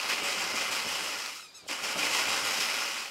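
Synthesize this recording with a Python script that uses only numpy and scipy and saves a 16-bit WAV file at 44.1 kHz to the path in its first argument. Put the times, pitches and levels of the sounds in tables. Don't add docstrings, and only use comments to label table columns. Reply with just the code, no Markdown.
import sys
import numpy as np
from scipy import signal
from scipy.fft import rfft, irfft
from scipy.io import wavfile
from scipy.ndimage import uniform_filter1d

SR = 44100
rng = np.random.default_rng(int(sys.argv[2]) if len(sys.argv) > 2 else 0)


def convert_level_to_amplitude(level_db):
    exponent = np.asarray(level_db, float) / 20
    return 10 ** exponent


def int16_out(signal):
    q = np.round(np.clip(np.atleast_2d(signal).T, -1, 1) * 32767)
    wavfile.write(sys.argv[1], SR, q.astype(np.int16))


N = 136710

# time of the surge front in seconds, surge in dB, starving before it in dB,
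# thud level in dB, level of the room boom in dB.
STROKES = [(0.094, 3, 1.2, -71, -70), (0.241, 2.5, 3.5, -41.5, -62.5), (.398, 2.5, 1, -51, -60),
           (.475, -1, 2, -50, -66), (0.558, 1.5, 2, -41, -57), (0.721, 3, 2, -43, -58),
           (0.881, 2, 2, -43.5, -53.5), (1.041, 1.5, -0.3, -46.5, -62), (1.19, 1.5, 1.5, -56, -69),
           (1.355, 4.5, -1.6, -67, -87), (1.545, -8, 0, -68, -85), (1.648, -1, 1, -64, -66),
           (1.67, 2, 3, -56, -74), (1.834, 1.5, 3.5, -51, -64), (1.984, 3, 3.3, -42, -54),
           (2.143, 4, 0, -50, -60), (2.297, 3, 0.5, -42, -51), (2.451, 3.5, 0, -47, -55),
           (2.609, 5.5, -1.9, -44, -66), (2.76, 1.5, -0.9, -60, -73), (2.919, -0.5, -1.2, -62, -86)]


def level(x, db):
    return x * convert_level_to_amplitude(db) / np.sqrt(np.mean(x ** 2))


def read(table, x, col=1):
    table = np.array(table)
    return np.interp(x, table[:, 0], table[:, col])


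def colour(table, f):
    hz, db = np.array(table)[:, :2].T
    return convert_level_to_amplitude(np.interp(np.log(f + 1), np.log(hz), db))


def walk(rate):
    hold = int(SR / rate)
    steps = np.repeat(rng.standard_normal(N // hold + 1), hold)
    return 1.3 * uniform_filter1d(uniform_filter1d(steps, hold), hold)[:N]


def shaped(table):
    white = rfft(rng.standard_normal(N))
    return irfft(white * colour(table, np.fft.rfftfreq(N, 1 / SR)), N)


def decay(t, t60):
    return np.exp(-np.log(1000) * t / t60)


def workshop_air():
    # frequency in Hz, density in dB per Hz.
    air = [(18, -36), (60, -14), (150, -9.5), (300, -7), (1000, -7.5), (3100, -11), (3850, -3.5),
           (5500, -14), (15500, -56)]
    return level(shaped(air), -57)


def reverberation(dry, t):
    lag = t[:SR // 4]
    echo = rng.standard_normal(len(lag)) * decay(lag, 0.2) * (lag > .002)
    echo *= convert_level_to_amplitude(-9) / np.sqrt(np.sum(echo ** 2))
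    return signal.fftconvolve(dry, echo)[:N]


def sputters(t):
    # start in seconds, frequency in Hz, level in dB, 60 dB decay time in seconds.
    pops = [
        (1.363, 1310, -33, .011),
        (1.382, 1310, -31, 0.011),
        (1.396, 1340, -33, 0.021),
        (1.427, 1380, -36, 0.012),
        (1.426, 2560, -34, 0.013),
        (1.665, 555, -30, 0.010),
        (1.679, 3100, -33, 0.012),
        (1.964, 590, -19.5, 0.015),
        (2.03, 2470, -14.5, 0.021),
    ]
    out = np.zeros(N)
    for start, hz, db, t60 in pops:
        since = np.clip(t - start, 0, 1)
        onset = np.tanh(since / 0.0012)
        out += convert_level_to_amplitude(db) * np.sin(2 * np.pi * hz * since) * decay(since, t60) * onset
    return out


def valve_whistle(t):
    # time in seconds, pitch in Hz, level in dB, extra level of partials above the fourth in dB,
    # unsteadiness as a factor.
    squeak = [
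        (1.375, 1378, -61, -10, 2.5),
        (1.41, 1325, -57, -8, 2.2),
        (1.445, 1265, -56, 1, 1.2),
        (1.485, 1218, -61, 1, 1.1),
        (1.528, 1165, -70, 0, 1.4),
        (1.552, 1315, -58, 1, .8),
        (1.57, 1322, -56, 4, .6),
        (1.588, 1238, -56.5, 3, .7),
        (1.625, 1165, -67, 3, 1.1),
        (1.665, 1125, -76, 0, 1.5),
    ]
    # multiple of the pitch, level in dB, dB gained per 100 Hz of pitch.
    partials = [(1, -3.5, 0.5), (2, -4, -6), (3, -2.5, 3), (4, .5, -1), (5, -1, 9), (6, -4, 2), (7, -11, 5),
                (8, -14, 4), (9, -17, 4), (10, -20, 4), (11, -24, 4)]
    # frequency in Hz, density in dB per Hz.
    breath = [(1500, -30), (3600, -16), (3800, 7), (4050, -10), (5000, -4), (7500, -5), (10000, -14),
              (15500, -26)]
    wobble, flicker_db = .007, 3.2
    hz = uniform_filter1d(read(squeak, t), size=SR // 110)
    unsteady_hz = hz * (1 + wobble * read(squeak, t, col=4) * walk(500))
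    phase = 2 * np.pi * np.cumsum(unsteady_hz) / SR
    high = (hz - 1310) / 100
    shine_db = read(squeak, t, col=3)
    tone = np.zeros(N)
    for k, db, rise_db in partials:
        partial_db = db + rise_db * high + (k > 4) * shine_db + flicker_db * walk(69.7)
        tone += convert_level_to_amplitude(partial_db) * np.sin(k * phase)
    fade_in = np.clip((t - squeak[0][0]) / 0.0084, 0, 1)
    fade_out = np.clip((squeak[-1][0] - t) / .02, 0, 1)
    source = np.sqrt(2) * tone + level(shaped(breath), -4)
    return source * convert_level_to_amplitude(read(squeak, t, col=2)) * fade_in * fade_out


def pump_thuds(t):
    # frequency in Hz, density in dB per Hz.
    thud_colour = [(30, -26), (70, -19), (130, -13), (185, 1.5), (260, -4), (600, -4), (1200, -12),
                   (3000, -40)]
    lead_s, thud_s = .017, .016
    boom_hz, boom_t60_s, boom_gain_db = 96.8, 0.66, 2
    puffs = np.zeros(N)
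    booms = np.zeros(N)
    for front_s, _, _, db, boom_db in STROKES:
        since = t - front_s + lead_s
        puffs += convert_level_to_amplitude(db) * np.exp(-(since / thud_s) ** 2)
        onset = np.tanh(np.clip(since / thud_s + 1, 0, 9))
        booms += convert_level_to_amplitude(boom_db + boom_gain_db) * onset * decay(np.abs(since), boom_t60_s)
    return level(shaped(thud_colour), 0) * puffs + booms * np.sin(2 * np.pi * boom_hz * t)


def pumping(t):
    rise_s, sag_s, starve_s = .010, 0.075, 0.073
    swing = np.zeros(N)
    for front_s, surge_db, starve_db, _, _ in STROKES:
        since = t - front_s
        arrived = .5 + .5 * np.tanh(2 * since / rise_s)
        swing += arrived * surge_db * np.exp(-np.abs(since) / sag_s)
        swing -= (1 - arrived) * starve_db * np.exp(-(since / starve_s) ** 2)
    return swing


def jet(t):
    # time in seconds, jet level in dB.
    flow_table = [(0, -32.5), (.3, -32), (.6, -31.5), (.95, -34.5), (1.12, -34.5), (1.3, -40), (1.42, -53),
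                  (1.51, -70), (1.6, -59), (1.68, -58), (1.691, -31.5), (1.79, -35), (1.94, -31),
                  (2.05, -30.5), (2.5, -32.5), (2.8, -34), (3.0, -36), (3.1, -42.5)]
    # frequency in Hz, density in dB per Hz.
    jet_colour = [(18, -60), (30, -27), (92, -12), (874, -5.5), (1590, -6), (2490, -5), (3590, -8),
                  (5310, -7), (15500, -23)]
    # frequency in Hz, width in Hz, gain over the colour in dB.
    body = [(95, 55, -5.5), (144, 75, -9), (184, 10, 5), (220, 12, 2), (255, 35, -1), (299, 10.6, 3.5),
            (547, 57, 5), (883, 60, 4), (1140, 43, 2.5), (1350, 700, 5.5), (1640, 250, -2.5),
            (2069, 210, 5), (2482, 266, 5), (2967, 900, 6), (3523, 130, -6.5), (5075, 860, 5),
            (7470, 1500, 2.5), (14900, 790, -15.5)]
    eddy_db, flicker_db, shared_db = 1.5, .6, .4
    surge_tilt = .17
    flow_tilt, bass_sag = -0.12, 0.093
    treble_lead_s = .004

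    f = np.fft.rfftfreq(N, 1 / SR)
    body_db = sum(db / (1 + (2 * (f - hz) / width) ** 2) for hz, width, db in body)
    eddies = rng.standard_normal(N) * convert_level_to_amplitude(eddy_db * walk(700))
    noise = rfft(eddies) * colour(jet_colour, f) * convert_level_to_amplitude(body_db)
    noise /= np.std(irfft(noise, N))
    flow = read(flow_table, t)
    swing = pumping(t)
    shared = shared_db * walk(44.44)
    out = np.zeros(N)
    for octave in np.arange(-7, 3.1, .5):
        place = np.log2((f + 1) / 2000) - octave
        band = irfft(noise * np.cos(np.pi * np.clip(place, -.5, .5)) ** 2, N)
        follow = flow_tilt * max(octave, 0) + bass_sag * max(1 - octave, 0)
        db = flow + follow * (flow + 33) + max(1 + surge_tilt * octave, 0) * swing
        early_db = np.interp(t + treble_lead_s * np.clip(octave, 0, 2), t, db)
        out += band * convert_level_to_amplitude(early_db + shared + flicker_db * walk(14))
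    return out


def scene():
    t = np.arange(N) / SR
    dry = sputters(t) + valve_whistle(t) + pump_thuds(t) + jet(t)
    mono = dry + reverberation(dry, t) + workshop_air()
    return np.array([mono, mono])


def band_limit(x):
    return signal.sosfilt(signal.butter(12, 15930, fs=SR, output="sos"), x)


def record(dry):
    hum = level(shaped([(30, 0), (400, -6), (1000, -30), (15000, -40)]), -91)
    side = hum * np.array([[1], [-1]])
    top_cut = signal.ellip(10, .3, 70, 15740, fs=SR, output="sos")
    return band_limit(signal.sosfilt(top_cut, dry + side))


dry = scene()
out = record(dry)
int16_out(out)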